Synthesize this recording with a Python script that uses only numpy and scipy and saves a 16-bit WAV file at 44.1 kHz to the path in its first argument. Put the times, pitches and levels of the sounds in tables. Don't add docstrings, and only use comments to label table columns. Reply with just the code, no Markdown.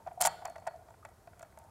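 import sys
import numpy as np
from scipy import signal
from scipy.io import wavfile

SR = 44100
rng = np.random.default_rng(int(sys.argv[2]) if len(sys.argv) > 2 else 0)


def linear_from_db(decibels):
    return 10 ** (np.asarray(decibels, float) / 20)


def generate_wav(sig):
    pcm = np.round(np.clip(np.atleast_2d(sig).T, -1, 1) * 32767).astype(np.int16)
    wavfile.write(sys.argv[1], SR, pcm)


N = 74970

# f/Hz, level/dB
AIR_SPECTRUM = [(13, -41), (22, -15.5), (80, 5), (200, -8.5), (256, -11.5), (387, -9), (420, -10),
                (602, -11.5), (710, -13), (1070, -14), (1410, -17), (2740, -30), (8490, -27.5),
                (12100, -30), (13900, -30.5), (16000, -43)]
AIR_RMS_DB = -61.5

# t/s, level/dB, hollow f/Hz, second-note level/dB, upper-mode level/dB
TUBE_KNOCKS = [(.066, -32.5, 717, -34, -20), (.075, -25.5, 712, -9.5, -22.5),
               (.080, -34, 706.6, -2.5, -15.5), (.114, -41, 754, -7, -16.5), (.119, -40.5, 684, -15, -28),
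               (.177, -32.5, 712, -19, -38), (.199, -35, 755, -10, -18), (.208, -23, 712, -10, -12),
               (.214, -21.5, 712, -6, -13), (.219, -24, 692, -7, -32), (.226, -26.5, 712, -6, -8.5),
               (.233, -36, 680, -5, -1.5), (.242, -42, 712, -18, -9.5), (.2515, -18.5, 740, -1, -6.5),
               (.256, -25, 712, -5.5, -10), (.262, -29, 712, -3, -8), (.269, -23, 703, -10, -8),
               (.275, -25.5, 742, 1.5, -4.5), (.280, -28.5, 780, 1, -9), (.287, -40.5, 790, -5, -7),
               (.339, -61, 780, 0, -0.5), (.416, -45.5, 780, -3, -17), (.422, -36.5, 766, -3.5, -17),
               (.430, -41.5, 722, -8, -18), (.451, -32.5, 694, -14, -11), (.455, -26.5, 718, -6, -13),
               (.460, -32.5, 747.2, -0.5, -15), (.467, -42, 673, -4.5, -2), (.482, -35.5, 654, -5.5, -15.5),
               (.489, -46, 715, -15, -15), (.502, -35, 693, -28, -21), (.522, -47.5, 706, -11, -13),
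               (.558, -45, 802, -11, -0.5), (.562, -36, 654, -6, -11.5), (.583, -38.5, 643, -10, -15),
               (.622, -42, 715, -12, -17), (.656, -45.5, 690, -13, -13), (.668, -35, 780, -3.5, -7),
               (.673, -24, 698, -4.5, -13.5), (.682, -27.5, 670.6, -13, -16.5), (.687, -42, 687, -11, -8.5),
               (.710, -43, 674, -9, -15), (.717, -47.5, 706, -20, -25), (.742, -39, 718, -19, -32),
               (.757, -41, 681, -21.5, -31), (.809, -49, 734, -21.5, -30), (.822, -49.5, 690, -12, -22.5),
               (.886, -48, 692, -5, -9.5), (.907, -51.5, 680, 3.5, -8), (.941, -54.5, 773, 1.5, -2.5),
               (1.029, -49.5, 1240, -21, -16.5), (1.051, -40.5, 635, 0, -0.5),
               (1.058, -44.5, 611, -5, -7.5), (1.088, -49.5, 728, -16.5, -14),
               (1.275, -39.5, 684, -26, -12), (1.333, -49, 684, -16, -8.5), (1.375, -51, 707, -14, -13),
               (1.395, -52, 685, -4.5, -3.5), (1.409, -42, 657, -16, -10.5), (1.429, -37, 667, -14, -9.5),
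               (1.449, -52.5, 787, -10, -7), (1.526, -56, 726, -20, -5), (1.575, -43.5, 647, -2, -7.5),
               (1.599, -51.5, 785, -17, -11), (1.618, -51, 675, -15, -14), (1.647, -51, 644, -23, -20.5)]
# f/Hz, relative level/dB, t60/s
TUBE_UPPER_MODES = [(1124, 4.5, 0.01), (1421, 2.56, 0.021), (1642, -5.5, 0.023), (1925, 0.5, 0.015),
                    (2250, -4.5, 0.019), (2565, -10, 0.022), (3310, -8.0, 0.0064)]
# f/Hz, relative level/dB, t60/s
RUBBED_NOTES = [(657, 0, 0.057), (712, -4, .05), (780, -4.5, 0.12), (830, -5.5, 0.032), (830, -9.5, 0.019),
                (909, -2, 0.11)]
# t/s, relative level/dB
HANDLING_LEVEL = [(0.0, -53.5), (0.126, -74), (0.278, -27.5), (0.358, -90), (0.62, -53.5), (0.814, -77),
                  (1.07, -63), (1.372, -71), (1.528, -66), (1.7, -60.5)]
# f/Hz, level/dB, t60/s
FRAME_MODES = [(167, -61, .15), (370.4, -59.5, 0.11)]
TUBE_CUT_HZ = 500
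SECOND_NOTE_HZ = 897
SWELL_S, LEAD_S = 0.0035, 0.00246
PUSH_S = 0.0041
KNOCK_CHATTER_S = 0.0015
LOW_DB, HIGH_DB, RUB_DB = -4, -9, -4.5
RUBS_PER_NOTE_PER_S, RUB_SPREAD_DB = 25, 0.73

# t/s, relative level/dB, brightest f/Hz, length/s, reach around it/octaves
TIP_TICKS = [(0.072, -47, 5700, 0.0025, 0.56), (0.132, -50, 9500, .0014, 0.4),
             (.148, -56.5, 9500, 0.0022, .4), (0.205, -29.5, 7500, 0.0018, 0.71),
             (.2105, -9, 11200, 0.0016, 0.3), (0.214, -7.5, 11000, 0.00038, 0.51),
             (0.2148, -7.5, 9700, 0.00061, 0.38), (0.2168, -24, 7950, 0.0013, .6),
             (0.2216, -8.5, 6600, 0.00082, 0.52), (0.2231, -12, 9600, 0.00043, 0.42),
             (0.231, -21.5, 6500, 0.0022, 0.38), (0.236, -21, 7260, 0.0026, 0.2),
             (0.252, -11, 8500, .0017, 0.75), (0.257, -25, 8100, 0.0006, .5),
             (0.259, -7.5, 8000, .0008, 0.47), (0.2628, -11, 9600, .0005, 0.34),
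             (.266, -13, 11000, .0008, .5), (0.2673, -13, 8500, .0008, .5), (.272, -9, 8960, 0.00043, 0.49),
             (.453, -33, 8900, .002, 0.91), (.455, -28.5, 6950, .0015, 0.5), (0.476, -42, 8260, 0.0016, .4),
             (.4985, -40, 9500, 0.0017, 0.73), (0.56, -44, 4750, .002, 1), (0.581, -43, 5800, 0.0022, .4),
             (0.6, -53, 7000, .002, 0.42), (0.67, -33.5, 7200, 0.0041, 0.74),
             (0.673, -33, 7400, 0.0018, 0.67), (.677, -38.5, 4900, 0.0016, 0.4),
             (0.761, -51, 6000, 0.0021, 0.35), (.8834, -55.5, 5500, 0.00094, .6),
             (.902, -45, 7260, 0.0041, 0.14), (1.051, -41, 7350, 0.0023, 0.43),
             (1.089, -51, 8000, .002, 0.53), (1.273, -49.5, 4800, 0.0011, 0.74),
             (1.394, -39, 9000, 0.0023, 1), (1.419, -38, 7400, .005, 0.18),
             (1.4275, -38, 7320, 0.0014, 0.67), (1.5745, -47, 7340, .001, 0.39),
             (1.5882, -38.5, 11000, 0.0014, 0.68), (1.64, -52, 10000, .0006, .6)]
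# f/Hz, relative level/dB, t60 for ticks/s
STEEL_MODES = [(3160, -7.5, 0.00803), (4385, -27, 0.32), (4390, -7.5, 0.0043), (4900, -10.5, 0.0081),
               (5790, -6.5, 0.0048), (6600, -12, .009), (7320, -3.6, 0.005), (8500, -5, 0.0031),
               (9060, -10, 0.0043), (10130, -4, 0.0027), (11670, -16, .006), (13280, -8.5, 0.0028),
               (14300, -10, 0.0019), (15800, -9, 0.0026)]
# t/s, relative level/dB
SLIP_LEVEL = [(.2045, -49), (.207, -41), (.212, -31.5), (.222, -28.5), (.229, -43.5), (.234, -41),
              (.240, -26.5), (.247, -31), (.252, -36.5), (.260, -28.5), (.270, -40), (.276, -33.5),
              (.284, -52.5), (.295, -76)]
# t/s, level/dB
SLIP_TOP_LEVEL = [(.20, 3), (.228, 2.5), (.234, -9), (.246, -15), (.252, 0), (.29, -3)]
SLIP_TOP_HZ = 9000
TICK_DB, TOUCH_FADE_NEPERS_PER_LENGTH = -11.5, 0.43
SLIP_DB, SLIP_T60_RATIO = -5, 0.7
SLIP_GRAINS_PER_MODE_PER_S, GRAIN_SPREAD_DB = 1625, 3.5

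# f/Hz, t60/s
HALL_DECAY = [(200, 1.2), (800, 0.7), (2000, 0.46), (4500, 0.85), (9000, 0.47), (16000, 0.9)]
# f/Hz, relative level/dB
HALL_TONE = [(200, 6.8), (260, -1.5), (430, 9), (800, -6.6), (1300, 5.5), (2500, -1), (3500, -0.5),
             (4400, -4), (6000, -21), (7500, -11), (10000, -15.5), (16000, -17)]
HALL_DB, HALL_GAP_S = -0.5, 0.005


def rms_one(x):
    return x / np.sqrt(np.mean(x ** 2) + 1e-20)


def curve(rows, outside_db=None):
    t_s, level_db = np.transpose(rows)
    return linear_from_db(np.interp(np.arange(N) / SR, t_s, level_db, left=outside_db, right=outside_db))


def at_hz(rows, hz):
    table_hz, values = np.transpose(rows)
    return np.interp(np.log(hz), np.log(table_hz), values)


def ring(clicks, hz, t60_s):
    r = linear_from_db(-60 / (t60_s * SR))
    w = 2 * np.pi * hz / SR
    return signal.lfilter([0, np.sin(w)], [1, -2 * r * np.cos(w), r * r], clicks + 1e-18)


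def train(t_s, sizes):
    return np.bincount((np.ravel(t_s) * SR).astype(int), np.ravel(sizes), N + SR)[:N]


def grains(per_s, spread_db):
    hits = rng.random(N) < per_s / SR
    sizes = linear_from_db(spread_db * np.minimum(rng.exponential(1, N), 4))
    return hits * sizes * rng.choice([-1, 1], N)


def shares(shape):
    v = rng.normal(0, 1, shape)
    return v / np.sqrt(np.mean(v ** 2, axis=1, keepdims=True))


def bands():
    edges_hz = 20 * 2 ** (np.arange(30) / 3)
    return [(np.sqrt(lo * hi), signal.butter(2, [lo, hi], "band", fs=SR, output="sos"))
            for lo, hi in zip(edges_hz, edges_hz[1:])]


def air():
    white = rng.standard_normal((2, N + SR))
    noise = 0
    for k, (hz, sos) in enumerate(bands()):
        band = signal.sosfilt(sos, white[k % 2])[SR:]
        noise = noise + linear_from_db(at_hz(AIR_SPECTRUM, hz)) * band
    return linear_from_db(AIR_RMS_DB) * rms_one(noise)


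def tube():
    t_s, level_db, pitch_hz, second_db, upper_db = np.transpose(TUBE_KNOCKS)
    t = np.arange(int(0.06 * SR)) / SR
    swell = t / SWELL_S * np.exp(1 - t / SWELL_S)
    low = np.zeros(N + SR)
    for k in range(len(t_s)):
        i = int((t_s[k] - LEAD_S) * SR)
        first = np.sin(2 * np.pi * pitch_hz[k] * t)
        second = linear_from_db(second_db[k]) * np.sin(2 * np.pi * SECOND_NOTE_HZ * t)
        low[i:i + len(t)] += linear_from_db(level_db[k] + LOW_DB) * swell * (first + second)

    rub = 0
    for hz, mode_db, t60_s in RUBBED_NOTES:
        rub = rub + linear_from_db(mode_db) * ring(grains(RUBS_PER_NOTE_PER_S, RUB_SPREAD_DB), hz, t60_s)
    rub = linear_from_db(RUB_DB) * curve(HANDLING_LEVEL) * rms_one(rub)

    chatter_s = KNOCK_CHATTER_S * rng.exponential(1, (len(t_s), 4))
    touches_s = t_s[:, None] - LEAD_S / 2 + chatter_s
    high = 0
    for hz, mode_db, t60_s in TUBE_UPPER_MODES:
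        gain = linear_from_db(level_db + upper_db + mode_db + HIGH_DB)
        high = high + ring(train(touches_s, gain[:, None] * shares(touches_s.shape)), hz, t60_s)

    push_shape = t / PUSH_S * np.exp(1 - 3 * t / PUSH_S)
    push = np.convolve(train(t_s, linear_from_db(level_db)), push_shape)[:N]
    frame = sum(linear_from_db(mode_db) * ring(push, hz, t60_s) for hz, mode_db, t60_s in FRAME_MODES)
    high_pass = signal.butter(4, TUBE_CUT_HZ, "high", fs=SR, output="sos")
    return signal.sosfilt(high_pass, low[:N] + high + rub) + frame


def tip():
    t_s, level_db, bright_hz, length_s, reach_oct = np.transpose(TIP_TICKS)
    delay = rng.exponential(1, (len(t_s), 8)) * (np.arange(8) > 0)
    touches_s = t_s[:, None] + length_s[:, None] * delay
    fade = np.exp(-TOUCH_FADE_NEPERS_PER_LENGTH * delay)
    ticks, scrape = 0, 0
    for hz, mode_db, t60_s in STEEL_MODES:
        near = np.exp(-0.5 * (np.log2(hz / bright_hz) / reach_oct) ** 2)
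        gain = linear_from_db(level_db + mode_db + TICK_DB) * near
        ticks = ticks + ring(train(touches_s, gain[:, None] * shares(touches_s.shape) * fade), hz, t60_s)

        top_gain = curve(SLIP_TOP_LEVEL) if hz > SLIP_TOP_HZ else 1
        stream = grains(SLIP_GRAINS_PER_MODE_PER_S, GRAIN_SPREAD_DB)
        scrape = scrape + linear_from_db(mode_db) * top_gain * ring(stream, hz, SLIP_T60_RATIO * t60_s)
    return ticks + linear_from_db(SLIP_DB) * curve(SLIP_LEVEL, -120) * rms_one(scrape)


def hall(x):
    t = np.arange(int(1.2 * SR)) / SR
    white = rng.standard_normal((2, len(t)))
    tail = 0
    for k, (hz, sos) in enumerate(bands()):
        if hz > 150:
            decay_db = at_hz(HALL_TONE, hz) - 60 * t / at_hz(HALL_DECAY, hz)
            tail = tail + signal.sosfilt(sos, white[k % 2]) * linear_from_db(decay_db)
    tail = tail * (1 - np.exp(-(t / HALL_GAP_S) ** 2))
    return signal.fftconvolve(x, tail / np.sqrt(SR))[:N]


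def scene():
    work = tube() + tip()
    return (work + linear_from_db(HALL_DB) * hall(work) + air())[None]


def top_cut(x):
    return signal.sosfilt(signal.butter(12, 16670, fs=SR, output="sos"), x)


def record(dry):
    low_pass = signal.cheby2(10, 60, 17000, fs=SR, output="sos")
    mix = signal.sosfilt(low_pass, dry)
    return top_cut(mix)


dry = scene()
out = record(dry)
generate_wav(out)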